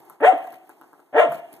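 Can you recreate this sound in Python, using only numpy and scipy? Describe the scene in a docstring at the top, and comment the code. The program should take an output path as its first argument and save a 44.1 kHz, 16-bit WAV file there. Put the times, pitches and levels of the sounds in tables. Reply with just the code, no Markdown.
"""A faint click, then a small dog barks twice in a carpeted hallway, which rings on after each bark.
Each bark leaps from a low growl to a nearly pure yelp and drops again: the vocal folds are the source,
throat and mouth the filter, and air hisses past the teeth. Jaws and claws click, the body thuds on
the floor, and fur rustles over the carpet by friction, all above soft room noise."""
import sys
import numpy as np
from scipy import signal
from scipy.fft import rfft, irfft
from scipy.io import wavfile
from scipy.ndimage import uniform_filter1d

SR = 44100
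rng = np.random.default_rng(int(sys.argv[2]) if len(sys.argv) > 2 else 0)


def unload_wav(signal):
    """Save mono or channel-first audio to the path in sys.argv[1] as 16-bit WAV at rate SR, clipped to [-1, 1]."""
    wavfile.write(
        sys.argv[1],
        SR,
        np.round(np.clip(np.atleast_2d(signal).T, -1, 1) * 32767).astype(np.int16),
    )


N = 70560
T = np.arange(N) / SR
FFT_SIZE = 2 * N
HZ = np.maximum(np.arange(N + 1) * SR / FFT_SIZE, 1)

# Resonances of throat and mouth: f/Hz, gain/dB
FORMANTS = [(110, -45), (190, -23), (280, 3), (450, 2.5), (680, 10.5), (950, -5.5), (1250, -13),
            (1800, -3.5), (2200, -23.5), (2420, -7), (2700, -23), (3000, -35), (3350, -31.5), (4000, -53)]
# Spectrum of turbulence in the throat: f/Hz, relative level/dB
RASP_SPECTRUM = [(60, -58), (150, -38), (280, -23.5), (600, 1), (1100, -6), (1800, -11), (2200, -7.5),
                 (2420, -10.5), (2700, -10), (3000, -14.5), (3350, -18.5), (4200, -38.5), (13000, -46.5)]
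# One contour per bark: t/s, pitch f/Hz, level/dB, overtone gain/dB, relative rasp level/dB
BARK_CONTOURS = [
    [(.204, 250, -35, -6.5, -3), (.220, 301.9, -26.5, 2.5, -19.5), (.227, 419.3, -19, -2, -17),
     (.238, 483.6, -13, 1.5, -14), (.248, 588.3, -14, 5.5, -7), (.270, 708.5, -13, -5, -6.5),
     (.284, 760.3, -11, -16.5, -21), (.304, 756, -18, -14, -21), (.321, 435, -37.5, -23.5, 9),
     (.335, 307.2, -28, -7, -11), (.350, 240, -65.5, -22.5, -16.5)],
    [(1.127, 235.1, -42, 2, -5.5), (1.141, 266.3, -31, 7.5, -8), (1.156, 303.7, -20, 8, -14.5),
     (1.168, 458.6, -16.5, 4, -11.5), (1.195, 476.1, -19, -5.5, 2), (1.205, 678, -12, -5, -10),
     (1.216, 689.6, -18, 10.5, -10), (1.227, 687.4, -14, 5, -11.5), (1.241, 394.3, -32, -18.5, 0.5),
     (1.255, 302.2, -25, 18, -5.5), (1.270, 232, -43, -30.5, -9)],
]
def bark(contour, jitter=0.0049, shimmer_db=4, flutter_hz=72, subtone_db=1, edge_s=.003):
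    """Source-filter model: formants shape the harmonics and subharmonics of uneven vocal-fold motion."""
    times, *columns = np.transpose(contour)
    pitch, level_db, overtones_db, rasp_db = [
        uniform_filter1d(np.interp(T, times, column), size=int(edge_s * SR)) for column in columns]
    gate = np.clip(np.minimum(T - times[0], times[-1] - T) / edge_s + 1, 0, 1)
    roughness = from_db(rasp_db - rasp_db.max())
    phase = 2 * np.pi * np.cumsum(pitch * (1 + jitter * roughness * drift(flutter_hz))) / SR
    on, voice, power = gate > 0, np.zeros(N), 0
    for k in np.arange(2, 28) / 2:  # half-integer partials lie between the harmonics
        source_db = overtones_db[on] * (k > 1) + (subtone_db + rasp_db[on]) * (k % 1 > 0)
        gain = from_db(source_db + at_hz(FORMANTS, k * pitch[on]))
        voice[on] += gain * np.sin(k * phase[on])
        power += gain ** 2 / 2
    voice[on] /= np.sqrt(power)
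    pulsing = 1 + 0.77 * np.cos(phase)
    rasp = shaped(rng.standard_normal(N) * pulsing, RASP_SPECTRUM)
    shimmer = from_db(shimmer_db * roughness * drift(flutter_hz))
    sound = gate * from_db(level_db) * (voice * shimmer + from_db(rasp_db) * rasp)
    treble_gain = from_db(0.28 * (level_db - level_db.max()))  # brighter when louder
    return highpass(sound, hz=150) + (treble_gain - 1) * highpass(sound, hz=2340)


# Spectrum of air passing the teeth: f/Hz, relative level/dB
HISS_SPECTRUM = [(3000, -21), (4400, -7.5), (5300, -29), (6200, -4.5), (8000, 8.5), (10000, -2.5),
                 (12300, 3.5), (14000, -20.5)]
# Peak of the hiss in each bark: t/s, level/dB
HISS_PEAKS = [(0.272, -48), (1.205, -54.5)]
def teeth_hiss(rise_s=0.029, fall_s=0.02):
    """Turbulent flow past the teeth gives noise that swells and fades at the height of each bark."""
    envelope = sum(from_db(db) * np.exp(-np.where(T < t, ((t - T) / rise_s) ** 2, (T - t) / fall_s))
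                   for t, db in HISS_PEAKS)
    return envelope * shaped(rng.standard_normal(N), HISS_SPECTRUM)


# Responses of the dry knock and the bright tick: f/Hz, gain/dB
KNOCK_RESPONSE = [(100, -24.5), (330, 3.5), (550, -9), (850, 3.5), (1600, -2), (2100, -22.5), (2700, -20.5),
                  (4000, -31), (6000, -28.5)]
TICK_RESPONSE = [(1500, -35), (3500, -26), (6500, -18), (9500, -7.5), (11800, 4), (14000, -9.5)]
# Contacts of jaws and claws, before filtering: t/s, knock level/dB, tick level/dB
CONTACTS = [(0.051, -60.5, -33), (0.0984, -17, -17), (.209, -35.5, -29.5), (.379, -9, -35.5),
            (0.412, -22, -46), (0.442, -13, -38), (0.47, -17, -37), (.529, -15.5, -27),
            (0.6932, -11.5, -22), (.8132, -15, -29), (.835, -20, -48), (.877, -26.5, -40.5),
            (0.931, -21.5, -34.5), (.994, -24, -42.5), (1.321, -6, -19), (1.354, -11, -35),
            (1.5288, -21, -15)]
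def jaw_and_claw_clicks():
    """Impact excitation: each brief contact is broadband, heard as a knock and a crisp-edged tick."""
    times, knock_db, tick_db = np.transpose(CONTACTS)
    ticks = np.array([bursts(times, tick_db, t60=0.03) for _ in range(2)])
    snaps = bursts(times, tick_db + 2.5, t60=0.0013)
    knocks = bursts(times, knock_db, t60=.007)
    return filtered(knocks, 2 * colour(KNOCK_RESPONSE)), filtered(ticks + snaps, colour(TICK_RESPONSE))


# Impacts of the body on the floor: t/s, excitation level/dB
BODY_IMPACTS = [(0.201, -29), (1.127, -23), (1.286, -16.5), (1.337, -23), (1.541, -39)]
def floor_thuds(resonance_hz=154.6, width_hz=160):
    """Damped resonance: the floor booms briefly under the dog."""
    resonance = 1 / (1 + 1j * (HZ - resonance_hz ** 2 / HZ) / width_hz) ** 2
    return filtered(bursts(*np.transpose(BODY_IMPACTS), t60=0.17), 10 * resonance)


# Reflections from door, walls and ceiling: left delay t/s, right delay t/s, left gain, right gain
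EARLY_REFLECTIONS = [(.00305, 0.0036, 0.48, 0.2), (.0068, .0068, 1, 0.79), (.0134, 0.0084, 0.44, 0.18),
                     (.0205, .0204, 0.22, .22), (.0279, .0271, 0.17, 0.26)]
# Narrow room modes, some in close pairs that beat: f/Hz, T60/s, gain/dB
ROOM_MODES = [(470, 0.2, -8), (506, .45, -10), (599, 0.24, -2), (895, .35, -2), (1040, .4, 0),
              (1332, .4, 4), (1490, 0.3, 0), (1645, 0.2, 3), (1937, 0.7, 5), (2058, .35, 7),
              (680, 0.55, -3.5), (690, 0.55, -3.5), (746, 0.64, -3), (758, 0.64, -4.5)]
# Bands of the diffuse field: f/Hz, tail T60/s, gain/dB
DIFFUSE_BANDS = [(125, 0.36, 3.5), (416, 0.41, -5.5), (650, 0.54, -2.5), (1440, 0.46, -8.5),
                 (2980, 0.76, -8), (8000, 0.21, 1.5), (14000, .3, -18)]
def hallway(sound, near_t60=0.19, build_up_s=.011):
    """Reverberation: convolution with early reflections, a decaying diffuse field and room modes."""
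    noise, scatter = rfft(diffuse_noise(), FFT_SIZE), 0
    centres, t60s, levels_db = np.transpose(DIFFUSE_BANDS)
    for share, t60, db in zip(np.eye(len(centres)), t60s, levels_db):
        band = irfft(noise * np.interp(np.log(HZ), np.log(centres), share))[:, :N]
        scatter += from_db(db) * band * np.hypot(decay(t60), decay(near_t60))  # tail and close scatter
    scatter *= 1 - np.exp(-(T / build_up_s) ** 2)
    modes = sum(2 * from_db(db) * decay(t60) / decay(t60).sum() * np.sin(2 * np.pi * hz * T)
                for hz, t60, db in ROOM_MODES)
    echoes = sum(row[2:, None] * np.exp(-2j * np.pi * HZ * row[:2, None])
                 for row in np.array(EARLY_REFLECTIONS))
    return filtered(sound, echoes + rfft(scatter + modes, FFT_SIZE))


# Spectrum of fur on carpet: f/Hz, relative level/dB
FUR_SPECTRUM = [(100, -13), (300, 17), (900, -9.5), (2200, 5), (3500, -5), (6800, -12), (10000, -4.5),
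                (12500, -6), (14500, 2.5)]
# Strokes of fur: start t/s, duration/s, level/dB
FUR_STROKES = [(-.04, 0.047, -47), (0.321, 0.27, -52.5), (0.62, 0.16, -62), (0.93, 0.15, -68),
               (1.286, 0.12, -45.5), (1.519, 0.061, -48)]
def fur_rustle(grain_db=5.0, grain_hz=120):
    """Friction noise: grainy swishes swell and fade as the dog shifts on the carpet."""
    envelope = sum(from_db(db) * np.sqrt(np.abs(np.sin(np.pi * np.clip((T - t) / duration, 0, 1))))
                   for t, duration, db in FUR_STROKES)
    grain = from_db(grain_db * drift(grain_hz))
    return envelope * grain * shaped(diffuse_noise(), FUR_SPECTRUM)


# Spectrum of the room noise: f/Hz, relative level/dB
AMBIENT_SPECTRUM = [(25, -18), (70, -13.5), (130, -5), (230, -7.5), (350, 8.5), (520, -5), (800, 6.5),
                    (1100, -4.5), (1600, -11), (2500, -16), (3800, -25), (7000, -24), (14000, -20)]
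# Envelope of the room noise: t/s, level/dB
AMBIENT_ENVELOPE = [(0, -51), (.13, -48), (.18, -58), (.85, -54), (1.1, -59), (1.6, -49.5)]
def room_noise():
    """Ambient noise floor: a soft diffuse field whose level dips and recovers."""
    envelope = from_db(np.interp(T, *np.transpose(AMBIENT_ENVELOPE)))
    return envelope * shaped(diffuse_noise(), AMBIENT_SPECTRUM)


# Likeness of left and right in the diffuse field: f/Hz, correlation coefficient
CORRELATION = [(50, -2.1), (200, 0.28), (400, 0.72), (700, 0.67), (1300, 1), (3000, 0.83), (6000, 0.98),
               (14000, 0.86)]
def diffuse_noise():
    """Partial coherence: independent mid and side noises mix to set the left-right correlation."""
    alike = np.clip(at_hz(CORRELATION, HZ), -1, 1)
    mid, side = filtered(rng.standard_normal((2, N)), np.sqrt([(1 + alike) / 2, (1 - alike) / 2]))
    return np.array([mid + side, mid - side])


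def bursts(times, levels_db, t60):
    """Transient excitation: exponentially decaying noise starts at each time."""
    out, envelope = np.zeros(N), decay(t60)
    for t, db in zip(times, levels_db):
        start = min(int(t * SR), N - 1)
        out[start:] += (from_db(db) * envelope * rng.standard_normal(N))[:N - start]
    return out


def decay(t60):
    """Exponential decay of unit energy, falling 60 dB in t60 seconds."""
    shape = from_db(-60 * T / t60)
    return shape / np.sqrt(np.sum(shape ** 2))


def drift(hz):
    """Random modulation: low-passed noise of unit rms."""
    return unit_rms(filtered(rng.standard_normal(N), 1 / (1 + (HZ / hz) ** 2)))


def shaped(noise, spectrum):
    """Spectral shaping of noise, at unit rms."""
    return unit_rms(filtered(noise, colour(spectrum)))


def colour(points):
    """Minimum-phase response with the given magnitudes, by folding the cepstrum."""
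    cepstrum = irfft(np.log(from_db(at_hz(points, HZ))))
    cepstrum[1:N] *= 2
    cepstrum[N + 1:] = 0
    return np.exp(rfft(cepstrum))


def highpass(x, hz):
    """Zero-phase high-pass filter."""
    return filtered(x, 1 / (1 + (hz / HZ) ** 8))


def filtered(x, response):
    """Convolution as a product of spectra."""
    return irfft(rfft(x, FFT_SIZE) * response)[..., :N]


def at_hz(points, hz):
    """Interpolation on a log-frequency axis."""
    frequencies, values = np.transpose(points)
    return np.interp(np.log(hz), np.log(frequencies), values)


def unit_rms(x):
    """Normalisation to rms 1."""
    return x / np.sqrt(np.mean(x ** 2) + 1e-20)


def from_db(db):
    """Decibels to amplitude ratio."""
    return 10 ** (np.asarray(db) / 20)


def scene():
    """Superposition of the dog's direct sound, its reverberation, fur and room noise."""
    knocks, ticks = jaw_and_claw_clicks()
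    dog = sum(bark(contour) for contour in BARK_CONTOURS) + teeth_hiss() + knocks + floor_thuds()
    return dog + ticks + hallway(dog + from_db(-16.5) * ticks) + fur_rustle() + room_noise()


# Stereo spread: f/Hz, share of mid power sent to the side at the comb's peaks
SIDE_SHARE = [(2600, 1), (5200, 0.99), (7800, 0.62), (13000, 0.79)]
# Channel balance: f/Hz, left minus right level/dB
CHANNEL_BALANCE = [(60, -2.5), (200, 3), (690, 1), (1270, -2), (2400, 0.5), (4300, -0.5), (8000, -1)]
# Microphone response: f/Hz, gain/dB
MIC_RESPONSE = [(50, -19), (90, -6.5), (130, -2), (14000, -1.5)]
def record(dry, comb_spacing_hz=2586, side_lag_s=.002, cutoff_hz=14250):
    """Mid-side comb filtering widens the image; the microphone colours it and a low-pass cuts the top."""
    mid, side = (dry[0] + dry[1]) / 2, (dry[0] - dry[1]) / 2
    comb = np.cos(np.pi * HZ / comb_spacing_hz) ** 2 * (HZ > comb_spacing_hz / 2)
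    spread = np.clip(at_hz(SIDE_SHARE, HZ), 0, 1) * comb
    side = side + filtered(mid, np.sqrt(spread) * np.exp(-2j * np.pi * HZ * side_lag_s))
    mid = filtered(mid, np.sqrt(1 - spread))
    lean = from_db(at_hz(CHANNEL_BALANCE, HZ) / 2)
    response = colour(MIC_RESPONSE) * np.array([lean, 1 / lean])
    heard = filtered(np.array([mid + side, mid - side]), response)
    lowpass = signal.ellip(10, .2, 80, cutoff_hz, fs=SR, output="sos")
    return signal.sosfilt(lowpass, np.clip(heard, -1, 1))


dry = scene()
out = record(dry)
unload_wav(out)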